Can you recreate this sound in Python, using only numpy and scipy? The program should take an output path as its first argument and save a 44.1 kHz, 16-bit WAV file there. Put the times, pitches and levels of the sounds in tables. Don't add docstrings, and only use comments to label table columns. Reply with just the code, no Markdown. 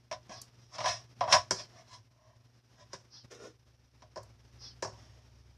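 import sys
import numpy as np
from scipy import signal
from scipy.fft import rfft, irfft, next_fast_len
from scipy.io import wavfile
from scipy.ndimage import uniform_filter1d, map_coordinates

SR = 44100
rng = np.random.default_rng(int(sys.argv[2]) if len(sys.argv) > 2 else 0)


def digitize_waveform(pressure):
    field = np.atleast_2d(pressure).T
    bounded = np.clip(field, -1, 1)
    quanta = np.round(bounded * 32767).astype(np.int16)
    wavfile.write(sys.argv[1], SR, quanta)


N = 245637

# t/s, level/dB
RUSH_LEVELS = [(0.0, -80), (0.372, -70.5), (0.68, -74), (1.7, -71), (2.296, -81.5), (2.72, -75),
               (3.65, -78.5), (3.756, -78.5), (4.992, -70.5), (5.43, -76), (5.57, -77.5)]
HUM_LEVELS = [(0.0, -67.5), (1.49, -61.5), (2.2, -70.5), (3.47, -64.5), (3.65, -71.5), (4.75, -61.5),
              (5.57, -68)]
# f/Hz, level/dB
HUM_TONES = [(120,0),(240,-14.5),(360,-20.5)]
MOTOR_TONES = [(65.3,-2.5),(98,-8)]
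# f/Hz, level/dB, t60/s (time to fade by 60 dB)
PAN_TONES = [(566,-12.5,.2),(617,-2,0.16),(647,-4,0.11),(706,-3.5,.16),(739,-4.5,.16),(964,-3,.13),(1000,3,0.14),(1052,-3,0.13),(1110,-6,.15),(1490,-18.5,.13),(1679,-13,.12),(1865,-19,.14),
             (2220,-17,.09),(2483,-18,.07),(3254,-12,.1),(4240,-19,.08),(4996,-6.5,.11),(5284,-7,.11),(5415,0,0.093),(5670,-5.5,.12),(6120,-14,.1)]
ROCKING_TONES = [(66, -6.0, 0.14), (100.8, -2.5, 0.27), (107, -0.5, 0.54)]
# t/s, ring level/dB, knock/dB, brightness/dB (the last two relative to the ring)
FREE_BLOWS = [(.113,-27.5,-12,-8.5),(.125,-31.5,-9,-3),(.294,-45,4,-1.5),(.783,-27.5,-23,-8.5),(.805,-24,-17,-11.5),(.841,-20,-24,-18),(.858,-15.5,-28.5,-11.5),(.887,-28,-21,-4),
              (1.208,-14.5,-27.5,-22),(1.237,-22.5,-17.5,-23),(1.277,-22,-30.5,-25.5),(1.325,-14.5,-28,6),(1.338,-15,-29.5,-7),(1.353,-14.5,-36.5,-17),(4.021,-45.5,-10.5,-8)]
FLAT_BLOWS = [(1.508,-24,-7,4.5),(2.932,-37,-5.5,-1.5),(4.159,-32,-11,-17.5),(4.174,-32.5,-22,-16.5),(4.824,-25.5,-8.5,-7),(4.847,-29,-26,-12),(4.875,-42,-33,-14)]
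# hardest push t/s, rise/s, fall/s, level/dB, brightness/dB
SCRAPE_STROKES = [(0.316,0.035,0.088,-49,-3.5),(.62,0.065,0.17,-90,21),(0.75,0.037,0.04,-47,-1.5),(0.813,0.053,0.042,-38,-11),(.885,.07,0.093,-38,4.5),
                  (1.292,0.053,0.087,-29.5,-29),(1.335,0.045,.06,-29,2.5),(1.6,0.043,0.045,-50.5,3.5),(1.79,0.13,0.052,-59,-4),(1.938,0.074,0.048,-56.5,3.5),
                  (2.27,.2,.2,-65,-12.5),(2.81,0.078,0.053,-60.5,-3),(2.94,0.027,0.033,-52,0),(4.98,.1,0.41,-66,-2)]
SHOVE_STROKES = [(3.31,0.0119,0.096,-49.5,-2.5),(3.44,0.065,0.077,-46.5,-7.5)]
# start t/s, length/s, level/dB
BIRD_CHIRPS = [(0.309,.15,-54.5),(1.524,.15,-48.5),(3.1,.148,-53.5),(4.586,0.16,-49.5)]
# share of the chirp, level/dB
LOW_NOTES = [(.5, -10), (.81, -18)]
# t/s, level/dB
TIP_FLICKS = [(0.416, -35), (4.231, -48.5)]
# f/Hz, level/dB
RUSH_SPECTRUM = [(18,-50),(32,-21.5),(55,-13),(120,-11),(160,-14.5),(320,-17),(490,-19),(1100,-23.5),(4200,-29),(5500,-23.5),(7400,-40),(14500,-49)]
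FAT_SPECTRUM = [(300, -20), (1000, -7), (2500, -9), (4300, -9), (5500, 4.5), (7200, -21.5), (14000, -37)]
CLANK_SPECTRUM = [(88, -59.5), (150, -20.5), (470, -26), (629, 0), (747, -5), (838, -13.5), (1010, -6),
                  (1380, -23.5), (1700, -17), (2850, -22), (4680, -22.5), (5460, -11), (7550, -31),
                  (10900, -42), (14500, -73)]
RING_SPECTRUM = [(400, -23), (600, 0)]
ROCKING_SPECTRUM = [(25, -12.5), (65, 1), (130, 0.5), (400, -16.5)]
THROAT_SPECTRUM = [(1500, -11), (2700, -15), (3900, -8.5), (4500, -2.5), (5400, -0.5), (6100, -9),
                   (7000, -31), (11000, -38.5)]
TICK_SPECTRUM = [(2500,-62),(4500,5),(6500,4.5),(9000,-1),(14000,-11.5)]
KNOCK_SPECTRUM = [(88, -70), (150, 5), (310, -7), (383, 8.5), (455, -9), (540, 2), (871, -9.5), (958, 1),
                  (1230, -17.5), (1700, -15.5), (1800, -18), (3650, -31.5), (5460, -1), (11300, -34),
                  (14500, -56)]
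SHOVE_SPECTRUM = [(90,-46.5),(200,-6.5),(450,0.5),(680,-8),(1100,-16.5),(1430,-24.5),(1600,-30),(1760,-20.5),(2000,-31.5),(4300,-35.5),(5700,-26.5),(7500,-42),(14000,-61)]
SIDE_SPECTRUM = [(2700, -71), (3600, -46.5), (4800, -24.5), (5800, -25.5), (8000, -9.5), (13000, -12)]
RANGE_BORDERS = [470, 1350, 4300]
CLASH_SHARE = .65


def amp(db):
    return 10 ** (np.asarray(db) / 20)


def unit(x):
    return x / np.sqrt(np.mean(x ** 2) + 1e-20)


def clock(count):
    return np.arange(count) / SR


def level(rows):
    return amp(np.interp(clock(N), *np.transpose(rows)))


def wobble(rate, count=N):
    return map_coordinates(rng.standard_normal(int(count * rate / SR) + 4), [clock(count) * rate])


def burst(t60):
    return rng.standard_normal(SR // 2) * amp(-60 * clock(SR // 2) / t60)


def coloured(x, spectrum):
    size = 2 * next_fast_len(len(x) // 2 + 4096)
    hz, db = np.transpose(spectrum)
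    gain = amp(np.interp(np.log(np.fft.rfftfreq(size, 1 / SR) + 1), np.log(hz), db))
    folded = irfft(np.log(gain))
    folded[1:size // 2] *= 2
    folded[size // 2 + 1:] = 0
    return irfft(rfft(x, size) * np.exp(rfft(folded)), size)[:len(x)]


def bands(x):
    low, middle, high = RANGE_BORDERS
    cuts = [(low, 'low'), ([low, middle], 'bandpass'), ([middle, high], 'bandpass'), (high, 'high')]
    return [signal.sosfilt(signal.butter(4, hz, kind, fs=SR, output='sos'), x) for hz, kind in cuts]


def driven(force, body):
    return signal.fftconvolve(force, body / np.linalg.norm(body))[:N]


def add(track, start_s, sound):
    start = round(start_s * SR)
    track[start:start + len(sound)] += sound[:N - start]


def drone(tones, drift):
    t = np.cumsum(1 + drift * wobble(3.6)) / SR
    return unit(sum(amp(db + 0.62 * wobble(9.7)) * np.sin(2 * np.pi * (hz * t + rng.random()))
                    for hz, db in tones))


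def mains_hum():
    return amp(1) * level(HUM_LEVELS) * drone(HUM_TONES, drift=0.0061)


def motor(far_db=-78, near_db=-62.5, swell_from_s=2.82, near_s=4.72):
    return level([(swell_from_s, far_db), (near_s, near_db)]) * drone(MOTOR_TONES, drift=0.02)


def yard(flutter_db=2.86, hiss_db=-88, rush_db=-1):
    noise = coloured(rng.standard_normal(N), RUSH_SPECTRUM)
    rush = amp(rush_db) * level(RUSH_LEVELS) * noise / np.std(bands(noise)[2])
    background = rush + mains_hum() + motor()
    return background * amp(flutter_db * wobble(60)) + amp(hiss_db) * rng.standard_normal(N)


def sizzle(pops_per_s=70, level_db=-81, spread_db=2, t60=.04):
    pops = np.zeros(N)
    count = int(pops_per_s * N / SR)
    for when, size in zip(rng.random(count), rng.standard_normal(count)):
        pops[int(when * N)] = amp(spread_db * size)
    crackle = unit(driven(pops, coloured(burst(t60), FAT_SPECTRUM)))
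    swell = level(RUSH_LEVELS)
    return amp(level_db) * crackle * swell / swell.mean()


def struck_pan(spectrum, tones_db, clash_t60, tail_db, crack_db):
    t = clock(SR // 2)
    attack_s, longest_t60 = .001, .17
    tones = np.zeros(len(t))
    for hz, db, t60 in PAN_TONES:
        fade = amp(db + 2 * rng.normal() - 60 * t / min(t60, longest_t60))
        tones += fade * np.sin(2 * np.pi * (hz * t + rng.random()))
    tones *= 1 - np.exp(-t / attack_s)
    noise = amp(crack_db) * burst(0.0038) + burst(clash_t60) + amp(tail_db) * burst(.27)
    return unit(coloured(noise, spectrum)) + amp(tones_db) * unit(coloured(tones, RING_SPECTRUM))


def blows(rows, spectrum, range_db, **pan_settings):
    track = np.zeros(N)
    for start_s, db, knock_db, bright_db in rows:
        gains = amp(db + np.array([knock_db, 0, CLASH_SHARE * bright_db, bright_db]) + range_db)
        parts = bands(struck_pan(spectrum, **pan_settings))
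        hit = sum(gain * part / np.std(part[:SR // 50]) for gain, part in zip(gains, parts))
        add(track, start_s, hit)
    return track


def clanks():
    return blows(FREE_BLOWS, CLANK_SPECTRUM, range_db=[-8.5, -13, -14.5, -14],
                 tones_db=-1, clash_t60=0.11, tail_db=-21.5, crack_db=2.5)


def rocking(contact, level_db=-33, firmness=0.54):
    t = clock(SR // 2)
    force = np.sqrt(np.abs(uniform_filter1d(contact ** 2, SR // 100))) ** firmness
    sway = sum(np.cos(2 * np.pi * hz * t) * amp(db - 60 * t / t60) for hz, db, t60 in ROCKING_TONES)
    return amp(level_db) * driven(force * rng.standard_normal(N), coloured(sway, ROCKING_SPECTRUM))


def stroke(catches, peak_s, rise_s, fall_s, depth_db=20.5, rounding=1.2):
    start_s = max(peak_s - 2 * rise_s, 0)
    t = np.arange(start_s - peak_s, 2 * fall_s, 1 / SR)
    from_peak = np.maximum(-t / rise_s, t / fall_s)
    pressure = amp(-depth_db * np.abs(from_peak) ** rounding)
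    return start_s, pressure * np.roll(catches, -round(start_s * SR))[:len(t)]


def scrapes(grain_db=-0.5, judder_db=0.5, level_db=-1, knock_db=2, clash_db=-2):
    track = np.zeros(N)
    catches = unit(rng.standard_normal(N) * amp(grain_db * wobble(900) + judder_db * wobble(90)))
    for peak_s, rise_s, fall_s, db, bright_db in SCRAPE_STROKES:
        pan = struck_pan(CLANK_SPECTRUM, tones_db=-3, clash_t60=0.064, tail_db=-23.5, crack_db=-2)
        knock, ring, clash, edge = bands(pan)
        parts = [ring + amp(knock_db) * knock, clash, edge]
        gains = amp([0, clash_db + CLASH_SHARE * bright_db, bright_db])
        body = sum(gain * part / np.linalg.norm(part) for gain, part in zip(gains, parts))
        start_s, force = stroke(catches, peak_s, rise_s, fall_s)
        add(track, start_s, amp(db) * signal.fftconvolve(force, body))
    return amp(level_db) * track


def wavering_phase(hz, waver, count):
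    return 2 * np.pi * np.cumsum(hz * (1 + waver * wobble(500, count))) / SR


def bird(buzz_hz=450, swing=1.64, waver=0.0118, rasp_db=-5, echo_db=-7, ends_db=-23, note_width=.08):
    track, t = np.zeros(N), clock(N)
    for start_s, length_s, db in BIRD_CHIRPS:
        singing = (t >= start_s) & (t < start_s + length_s)
        share = (t[singing] - start_s) / length_s
        count = len(share)
        upper_hz = np.interp(share ** 2, [0, 1], [5300, 4550])
        lower_hz = np.interp(share, [0, 1], [4080, 2900])
        flutter = np.sin(wavering_phase(buzz_hz, .06, count))
        buzz = np.sin(wavering_phase(upper_hz, waver, count) + swing * flutter) * (1 + .5 * flutter)
        upper = unit(coloured(buzz, THROAT_SPECTRUM))
        rasp = amp(rasp_db) * unit(coloured(rng.standard_normal(count), THROAT_SPECTRUM))
        lower = unit(np.sin(wavering_phase(lower_hz, 2 * waver, count)))
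        swell = amp(ends_db * np.interp(share, [0, 0.39, 1], [1, 0, 1]) ** 2)
        notes = sum(amp(note_db) * np.exp(-((share - at) / note_width) ** 2)
                    for at, note_db in LOW_NOTES)
        track[singing] += amp(db) * (swell * unit(upper + rasp) + notes * lower)
    return track + amp(echo_db) * driven(track, burst(0.12))


def ticks():
    track = np.zeros(N)
    for start_s, db in TIP_FLICKS:
        snap = burst(0.027) + amp(-15) * burst(0.146)
        add(track, start_s, amp(db - 2.5) * coloured(snap, TICK_SPECTRUM))
    return track


def knocks():
    return blows(FLAT_BLOWS, KNOCK_SPECTRUM, range_db=[-10.5, -12.5, -13, -12],
                 tones_db=-13, clash_t60=0.071, tail_db=-10.5, crack_db=-2.5)


def shoves(grain_db=3):
    track = np.zeros(N)
    knock, ring, clash, edge = bands(coloured(burst(0.091), SHOVE_SPECTRUM))
    catches = unit(rng.standard_normal(N) * amp(grain_db * wobble(500)))
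    for peak_s, rise_s, fall_s, db, bright_db in SHOVE_STROKES:
        start_s, force = stroke(catches, peak_s, rise_s, fall_s)
        rub = driven(force, knock + ring) + amp(bright_db) * driven(force, clash + edge)
        add(track, start_s, amp(db) * rub)
    return track


def scene():
    contact = clanks() + knocks() + scrapes()
    mid = contact + rocking(contact) + ticks() + shoves() + bird() + yard() + sizzle()
    side = coloured(driven(mid, burst(.02)), SIDE_SPECTRUM)
    return np.array([mid + side, mid - side])


def record(dry):
    top_hz = 14300
    size = next_fast_len(N + 8192)
    return irfft(rfft(dry, size) * (np.fft.rfftfreq(size, 1 / SR) < top_hz), size)[:, :N]


dry = scene()
out = record(dry)
digitize_waveform(out)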